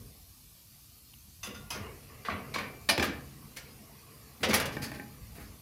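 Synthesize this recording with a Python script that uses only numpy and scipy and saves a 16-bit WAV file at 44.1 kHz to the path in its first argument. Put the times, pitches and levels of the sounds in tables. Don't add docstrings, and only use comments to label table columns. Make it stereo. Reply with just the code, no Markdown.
import sys
import numpy as np
from scipy import signal
from scipy.fft import rfft, irfft, next_fast_len
from scipy.io import wavfile
from scipy.ndimage import uniform_filter1d

SR = 44100
rng = np.random.default_rng(int(sys.argv[2]) if len(sys.argv) > 2 else 0)


def how_loud(loudness_db):
    steps = np.asarray(loudness_db, float) / 20
    return 10 ** steps


def dump(signal):
    limited = np.clip(np.atleast_2d(signal).T, -1, 1)
    pcm = np.round(limited * 32767).astype(np.int16)
    wavfile.write(sys.argv[1], SR, pcm)


N = 247753
SPAN = 3 * 2 ** 13
TOP_HZ = 15800

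# frequency in Hz, level per Hz in dB.
HISS_COLOUR = [(880, -77), (1500, -10.5), (1850, -34), (2100, -35), (2270, -6.5), (2610, -7), (2830, -5.5),
               (3880, -4), (4420, 0.5), (5330, -2.5), (5830, -2.5), (7690, -5.5), (12400, 0.5),
               (15100, -4.5), (16000, -24)]
RUMBLE_COLOUR = [(15, -55), (25, -28), (54, 0.5), (86, -5), (113, -4.5), (130, -31), (170, -10.5),
                 (290, -120)]
HUM_COLOUR = [(59, -6), (100, -8), (140, 5), (172, -12.5), (211, -2.5), (280, -11.5), (330, -12),
              (430, -41), (730, -120)]
MURMUR_COLOUR = [(180, -58), (300, -19.5), (350, -14.5), (450, -4.5), (494, -11), (750, -25.5), (980, -65),
                 (1650, -120)]
RUSTLE_COLOUR = [(410, -13.5), (700, -2.5), (872, -5.5), (961, -4), (1130, 0.5), (1460, -10.5), (2010, -5),
                 (2270, -6.5), (2480, -6), (3000, -10), (3900, -78), (6600, -120)]
HISS_DB = -55

# frequency in Hz, likeness from -1 to 1.
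BACKGROUND_LIKENESS = [(60, 0.91), (180, 0.98), (550, 0.56), (1650, -0.035), (4970, -0.034),
                       (15000, -0.014)]
CONTACT_LIKENESS = [(100, 0.98), (250, 0.98), (500, 0.91), (1000, 0.18), (3000, 0.048), (12000, 0.015)]
# frequency in Hz, left minus right in dB.
LEFT_RIGHT_LEAN = [(60, -2), (150, -0.5), (380, 1), (950, 3), (2380, 0.5), (5980, -3), (15000, 2.5)]

# time in seconds, level in dB.
HAND_LEVEL = [(0.0, -44.5), (0.11, -56.5), (0.22, -58.5), (0.48, -64.5), (0.97, -64.5), (1.58, -53.5),
              (1.67, -49.5), (2.07, -57.5), (3.16, -57), (3.43, -62.5), (4.3, -60), (4.62, -72),
              (4.99, -83), (5.22, -49), (5.4, -54.5), (5.62, -54)]
# start in seconds, hold in seconds, strength in dB, weight in dB (heavier means more hum).
SLIDES = [(-.04, 0.09, -61.5, 7), (1.468, 0.074, -66, 12.5), (1.716, 0.14, -50, -4),
          (2.08, 0.072, -60.5, -11), (2.292, 0.14, -53.5, -8), (2.458, 0.27, -54, 3),
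          (2.963, 0.033, -45, -1), (3.16, 0.45, -73, 19.5), (3.645, 0.077, -63.5, 11.5),
          (4.46, 0.15, -42, -7), (4.6, 0.083, -49.5, 9.5), (4.795, 0.075, -54.5, 11),
          (5.035, 0.11, -74, 20), (5.34, 0.059, -67, -7)]
SLIDE_ATTACK_S, SLIDE_T60_S = 0.015, 0.75
LIGHT_DB, LIGHT_TILT = -0.5, 0.43
LOADED_S, LET_GO_S, LOAD_RAMP_S = 1.42, 5.55, 0.24
# hum, murmur and rustle in dB.
EMPTY_DB = [-63.5, -82, -69]
LOADED_DB = [-57.5, -67.5, -60]

# frequency in Hz, time to fall by 60 dB in seconds.
FADE = [(60, 1), (250, 0.63), (1000, 0.49), (3000, 0.43), (6000, 0.27), (14000, 0.093)]
# frequency in Hz, width in Hz, level in dB.
BOX = [(86, 30.8, 20), (132, 1.7, -30), (223.6, 96, 3), (500, 46, 2)]
# frequency in Hz, width in Hz, level in dB.
PANEL = [(94.4, 13.3, 4.5), (131.7, 0.5, -1), (204.6, 21.3, 12.5)]

# time in seconds, peak in dB, boom in dB, brightness in dB, top treble in dB.
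TICK = [
    (1.1365, -50, -20, -10, -13),
    (1.14, -47, -20, -10, -19),
]
TOUCH = [
    (1.432, -33, -24, -12, -10.5),
    (1.546, -39.5, -17, -15, -19),
]
TAP = [
    (1.705, -30, -19, -7.5, -8.5),
]
KNOCK = [
    (2.25, -25, -27, -22, -31),
    (2.297, -24, -10, -26, -45),
    (2.541, -20.5, -32, -15.5, -22.5),
    (2.584, -24.5, -26, -22, -22),
]
BONK = [
    (2.285, -21, -9, -26, -31),
    (2.561, -22, -2.5, -26, -21),
]
CLINK = [
    (2.89, -9.5, -16, -11, -16.5),
]
SLAP = [
    (2.897, -24.5, -22, -16, -25),
    (2.98, -19, -7.5, -12, -16),
    (3.026, -26, -12, -17, -8),
]
THUD = [(1.472, -38.5, -2.5, -14, -6), (2.997, -18.5, -16, -11.5, -24), (3.028, -17, -28, -10, -17),
        (3.044, -30.5, -28, -16, -3.5), (3.69, -65, -9, -6, 0), (4.6, -19.5, -24.5, -13, -10),
        (4.657, -28, -22, -9.5, -9)]
SHOVE = [
    (3.565, -31, -27, -5, -5.5),
    (4.432, -13, -10, -11.5, -19.5),
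    (4.504, -17.5, -13, -13, -21),
]
DROP = [
    (4.487, -29, 0.72, -7, -4.5),
    (4.496, -24, 4.5, -1.5, -11),
]
SEAT = [
    (4.532, -12.5, -19, -13.5, -15),
    (4.54, -13.5, -18.5, -4.5, -2.5),
]
SCUFF = [(1.744, -34, 4.5, -27, -9), (4.403, -40.5, 14.5, -20, -4), (4.719, -40.5, -12, -5.5, -5),
         (4.818, -27.5, -18, -11, -6), (4.936, -36, -0.5, -17, -12), (5.351, -42, 1, -16, -3),
         (5.398, -41.5, -4, -21, -3)]
ROCK = [
    (4.769, -25, -6, -14, -24),
    (4.918, -27.5, -11.5, -9, -13),
    (4.998, -30.5, -6, -35, -13),
    (5.385, -38, -6.5, -23, -17),
]

# frequency in Hz, width in Hz, level in dB.
TICK_BODY = [(950, 300, -6), (2910, 400, 7)]
TOUCH_BODY = [(1130, 48, 2.5), (1340, 100, -7), (1990, 120, -0.5), (2840, 390, -0.5), (3560, 100, 7),
              (4940, 240, 0), (6080, 270, 7.5), (10100, 590, -1)]
TAP_BODY = [(1100, 530, -7.5), (2560, 150, -4), (3030, 180, -0.5), (5150, 260, -5), (5670, 130, -8),
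            (6080, 360, -4), (9960, 270, -2)]
KNOCK_BODY = [(1950, 270, -12), (2250, 94, -5.5), (4160, 120, -9.5), (4760, 100, -5), (5970, 210, -8)]
BONK_BODY = [(243, 38, 3), (663, 180, 3), (1162, 113, 12.5), (1540, 92, 1)]
CLINK_BODY = [(735, 123, 0.5), (1810, 48, 0), (2370, 120, -0.5), (4220, 840, -5.5), (4930, 79, -5),
              (9400, 230, 2), (10050, 9, 11), (11650, 48, 1)]
SLAP_BODY = [(300, 160, 7.5), (730, 200, 0), (2350, 1300, -1)]
THUD_BODY = [(200, 27, 0.5), (490, 160, -4.5), (1190, 33, -2), (1690, 330, -7), (2320, 98, -6.5)]
SHOVE_BODY = [(483, 61, 1), (2050, 890, -2), (3280, 310, -16), (4440, 84, -3), (5830, 170, -7.5)]
DROP_BODY = [(206, 52, 3.5), (394, 44, 0.2), (533, 84, -0.5)]
SEAT_BODY = [(2040, 1060, -5.5), (4660, 150, -18), (12300, 98, -12)]
SCUFF_BODY = [(1850, 830, -1), (2470, 260, -28), (4540, 970, -0.5), (6260, 440, -16)]
ROCK_BODY = [(250, 150, -2.5), (593, 160, -7.5), (1804, 92, 1), (2300, 61, -1.5)]

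# frequency in Hz, width in Hz (narrow rings longer), level in dB.
WIRE = [(1140, 5.2, 18), (2220, 12, 8), (2350, 1.6, 32)]
SHORT_WIRE = [(1415, 28, 23.5), (3370, 20, 8)]
LONG_WIRE = [(824, 6.1, 23.5), (1040, 14, 10), (1360, 8.1, -4), (1570, 12, 22)]
GLASS = [(588, 18, 9), (2958, 14, 13), (4934, 7, 16), (5070, 5, 14)]
RAIL = [(1852, 25, 13), (5769, 28, 7), (10895, 34, 15.5)]
BEND = 0.53


def unit(x):
    return x / np.sqrt(np.mean(x ** 2) + 1e-20)


def along(points, hz):
    point_hz, value = np.transpose(points)
    return np.interp(np.log(hz + 1), np.log(point_hz + 1), value)


def filtered(x, response):
    n = x.shape[-1]
    padded = 2 * next_fast_len(n // 2 + 4096)
    spectrum = rfft(x, padded) * response(np.fft.rfftfreq(padded, 1 / SR))
    return irfft(spectrum, padded)[..., :n]


def resonances(rows, f):
    return sum(how_loud(db) * 1j * f * width / (centre * centre - f * f + 1j * f * width)
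               for centre, width, db in rows)


def causal(points, f):
    cepstrum = irfft(np.log(how_loud(along(points, f))))
    half = len(cepstrum) // 2
    cepstrum[1:half] *= 2
    cepstrum[half + 1:] = 0
    return np.exp(rfft(cepstrum))


def paired(two, alike):
    def turn(hz):
        return np.arccos(np.clip(along(alike, hz), -1, 1)) / 2

    mid, side = filtered(two, lambda hz: np.array([np.cos(turn(hz)), np.sin(turn(hz))]))
    return np.array([mid + side, mid - side])


def rush(colour, patchy_db):
    z = signal.stft(rng.standard_normal((2, N)), nperseg=1024)[2]
    patches = uniform_filter1d(rng.standard_normal(z.shape[1:]), 4, 0)
    patches = unit(uniform_filter1d(patches, 5, 1))
    two = signal.istft(z * how_loud(patchy_db * patches), nperseg=1024)[1][:, :N]
    coloured = filtered(two, lambda hz: how_loud(along(colour, hz)))
    return unit(paired(coloured, BACKGROUND_LIKENESS))


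def rack():
    t = np.arange(0, N + 64, 64) / SR
    load = np.minimum(t - LOADED_S, LET_GO_S + LOAD_RAMP_S - t) / LOAD_RAMP_S
    load = np.clip(load, 0, 1)
    power = how_loud(np.outer(EMPTY_DB, 1 - load) + np.outer(LOADED_DB, load)) ** 2
    for start, hold, db, weight_db in SLIDES:
        attack = np.clip((t - start) / SLIDE_ATTACK_S, 0, 1)
        since_release = np.maximum(t - start - SLIDE_ATTACK_S - hold, 0)
        shape = attack * how_loud(-60 * since_release / SLIDE_T60_S)
        levels_db = db + np.array([weight_db, 0, LIGHT_DB - LIGHT_TILT * weight_db])
        power = power + np.outer(how_loud(levels_db), shape) ** 2
    return [np.interp(np.arange(N) / SR, t, np.sqrt(p)) for p in power]


def kitchen():
    hand = how_loud(3.0 + np.interp(np.arange(N) / SR, *np.transpose(HAND_LEVEL)))
    hum, murmur, rustle = rack()
    bed = hand * rush(RUMBLE_COLOUR, patchy_db=-0.5)
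    bed = bed + hum * rush(HUM_COLOUR, patchy_db=2.5)
    bed = bed + murmur * rush(MURMUR_COLOUR, patchy_db=2.5)
    bed = bed + rustle * rush(RUSTLE_COLOUR, patchy_db=3.2)
    return bed + how_loud(HISS_DB) * rush(HISS_COLOUR, patchy_db=2.5)


def oven_tail():
    hz, t, z = signal.stft(rng.standard_normal((2, SPAN)), SR, nperseg=256)
    fading = z * how_loud(-60 * t / along(FADE, hz)[:, None])
    two = signal.istft(fading, SR, nperseg=256)[1][:, :SPAN]
    two = two * (1 - np.exp(-np.arange(SPAN) / SR / 0.00067))
    tail = filtered(paired(two, CONTACT_LIKENESS), lambda f: 1 + resonances(BOX, f))
    return tail / np.linalg.norm(two[0])


def contact(db, boom_db, bright_db, top_db, length, body, rings, rise, blow_db, wet_db):
    t = np.arange(SPAN) / SR
    length = max(length, .001)
    colour = [(20, boom_db - 60), (60, boom_db + 3.0), (140, boom_db - 0.5), (300, boom_db + 10),
              (900, 0.019), (2600, 0.027), (5500, bright_db + 8),
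              (8200, (bright_db + top_db) / 2 + 2.5), (11000, top_db + 7.5), (16000, top_db)]

    bounce = np.clip(rng.standard_normal(SPAN // 64), -1.5, 1.5)
    chatter = how_loud(2.33 * np.repeat(bounce, 64))
    grit = paired(rng.standard_normal((2, SPAN)), CONTACT_LIKENESS)
    rattle = grit * chatter * np.exp(-t / length) * (1 - np.exp(-t / (rise * length)))
    shaken = filtered(rattle, lambda f: 1 + how_loud(9.5) * resonances(body, f))

    blow = np.zeros((2, SPAN))
    blow[[0, 1], 60 + rng.integers(0, 9, size=2)] = np.sqrt(length * SR / 2)
    struck = filtered(blow, lambda f: how_loud(blow_db) * resonances(body, f) + resonances(rings + PANEL, f))
    since_blow = np.maximum(t - 60 / SR, 0)
    struck = struck * (1 - np.exp(-since_blow / (BEND * rise * length)))

    near = filtered(shaken + struck, lambda f: causal(colour, f))
    wet = signal.fftconvolve(near[:1], oven_tail(), axes=1)[:, :SPAN]
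    fade_out = np.cos(np.pi / 2 * t / t[-1])
    return how_loud(db - 2) * (near + how_loud(wet_db) * wet) * fade_out


def dish():
    out = np.zeros((2, N + SPAN))
    # contacts, rattle length in seconds, body, rings, rise as a share of the length,
    # blow over rattle in dB, echo in dB.
    kinds = [
        (TAP, .016, TAP_BODY, [], .12, 3, 1.5),
        (TOUCH[:1], .017, TOUCH_BODY, WIRE[:1], .2, 3, 1.5),
        (TOUCH[1:], .01, TOUCH_BODY, SHORT_WIRE, .2, 3, 0),
        (KNOCK, .015, KNOCK_BODY, [], .15, -6, .7),
        (BONK[:1], .005, BONK_BODY, WIRE[:2], .9, 9, -5),
        (BONK[1:], .003, BONK_BODY, WIRE, .3, 9, -8),
        (CLINK, .016, CLINK_BODY, GLASS, .25, 0, -9),
        (THUD, .01, THUD_BODY, [], .12, 6, -1.5),
        (DROP, .008, DROP_BODY, [], .3, 17, -13),
        (SHOVE, .014, SHOVE_BODY, [], .5, -9, -6),
        (SEAT, .0125, SEAT_BODY, RAIL, .4, 3, -4),
        (SCUFF, .024, SCUFF_BODY, [], .6, -30, -6),
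        (ROCK, .002, ROCK_BODY, LONG_WIRE, .4, 20, -8),
        (SLAP, .004, SLAP_BODY, [], .2, 12, -5),
        (TICK, .001, TICK_BODY, [], .3, 15, -15)]
    for contacts, *kind in kinds:
        for time, *levels in contacts:
            start = round((time - .002) * SR)
            out[:, start:start + SPAN] += contact(*levels, *kind)
    return filtered(out[:, :N], lambda f: how_loud(np.outer([.5, -.5], along(LEFT_RIGHT_LEAN, f))))


def scene():
    return dish() + kitchen()


def band_limit(x):
    return signal.sosfilt(signal.butter(12, 16480, fs=SR, output="sos"), x)


def record(dry):
    def port(hz):
        bass_cut = (1j * hz / (38 + 1j * hz)) ** 2
        return (hz < TOP_HZ) * bass_cut

    return band_limit(filtered(dry, port))


dry = scene()
out = record(dry)
dump(out)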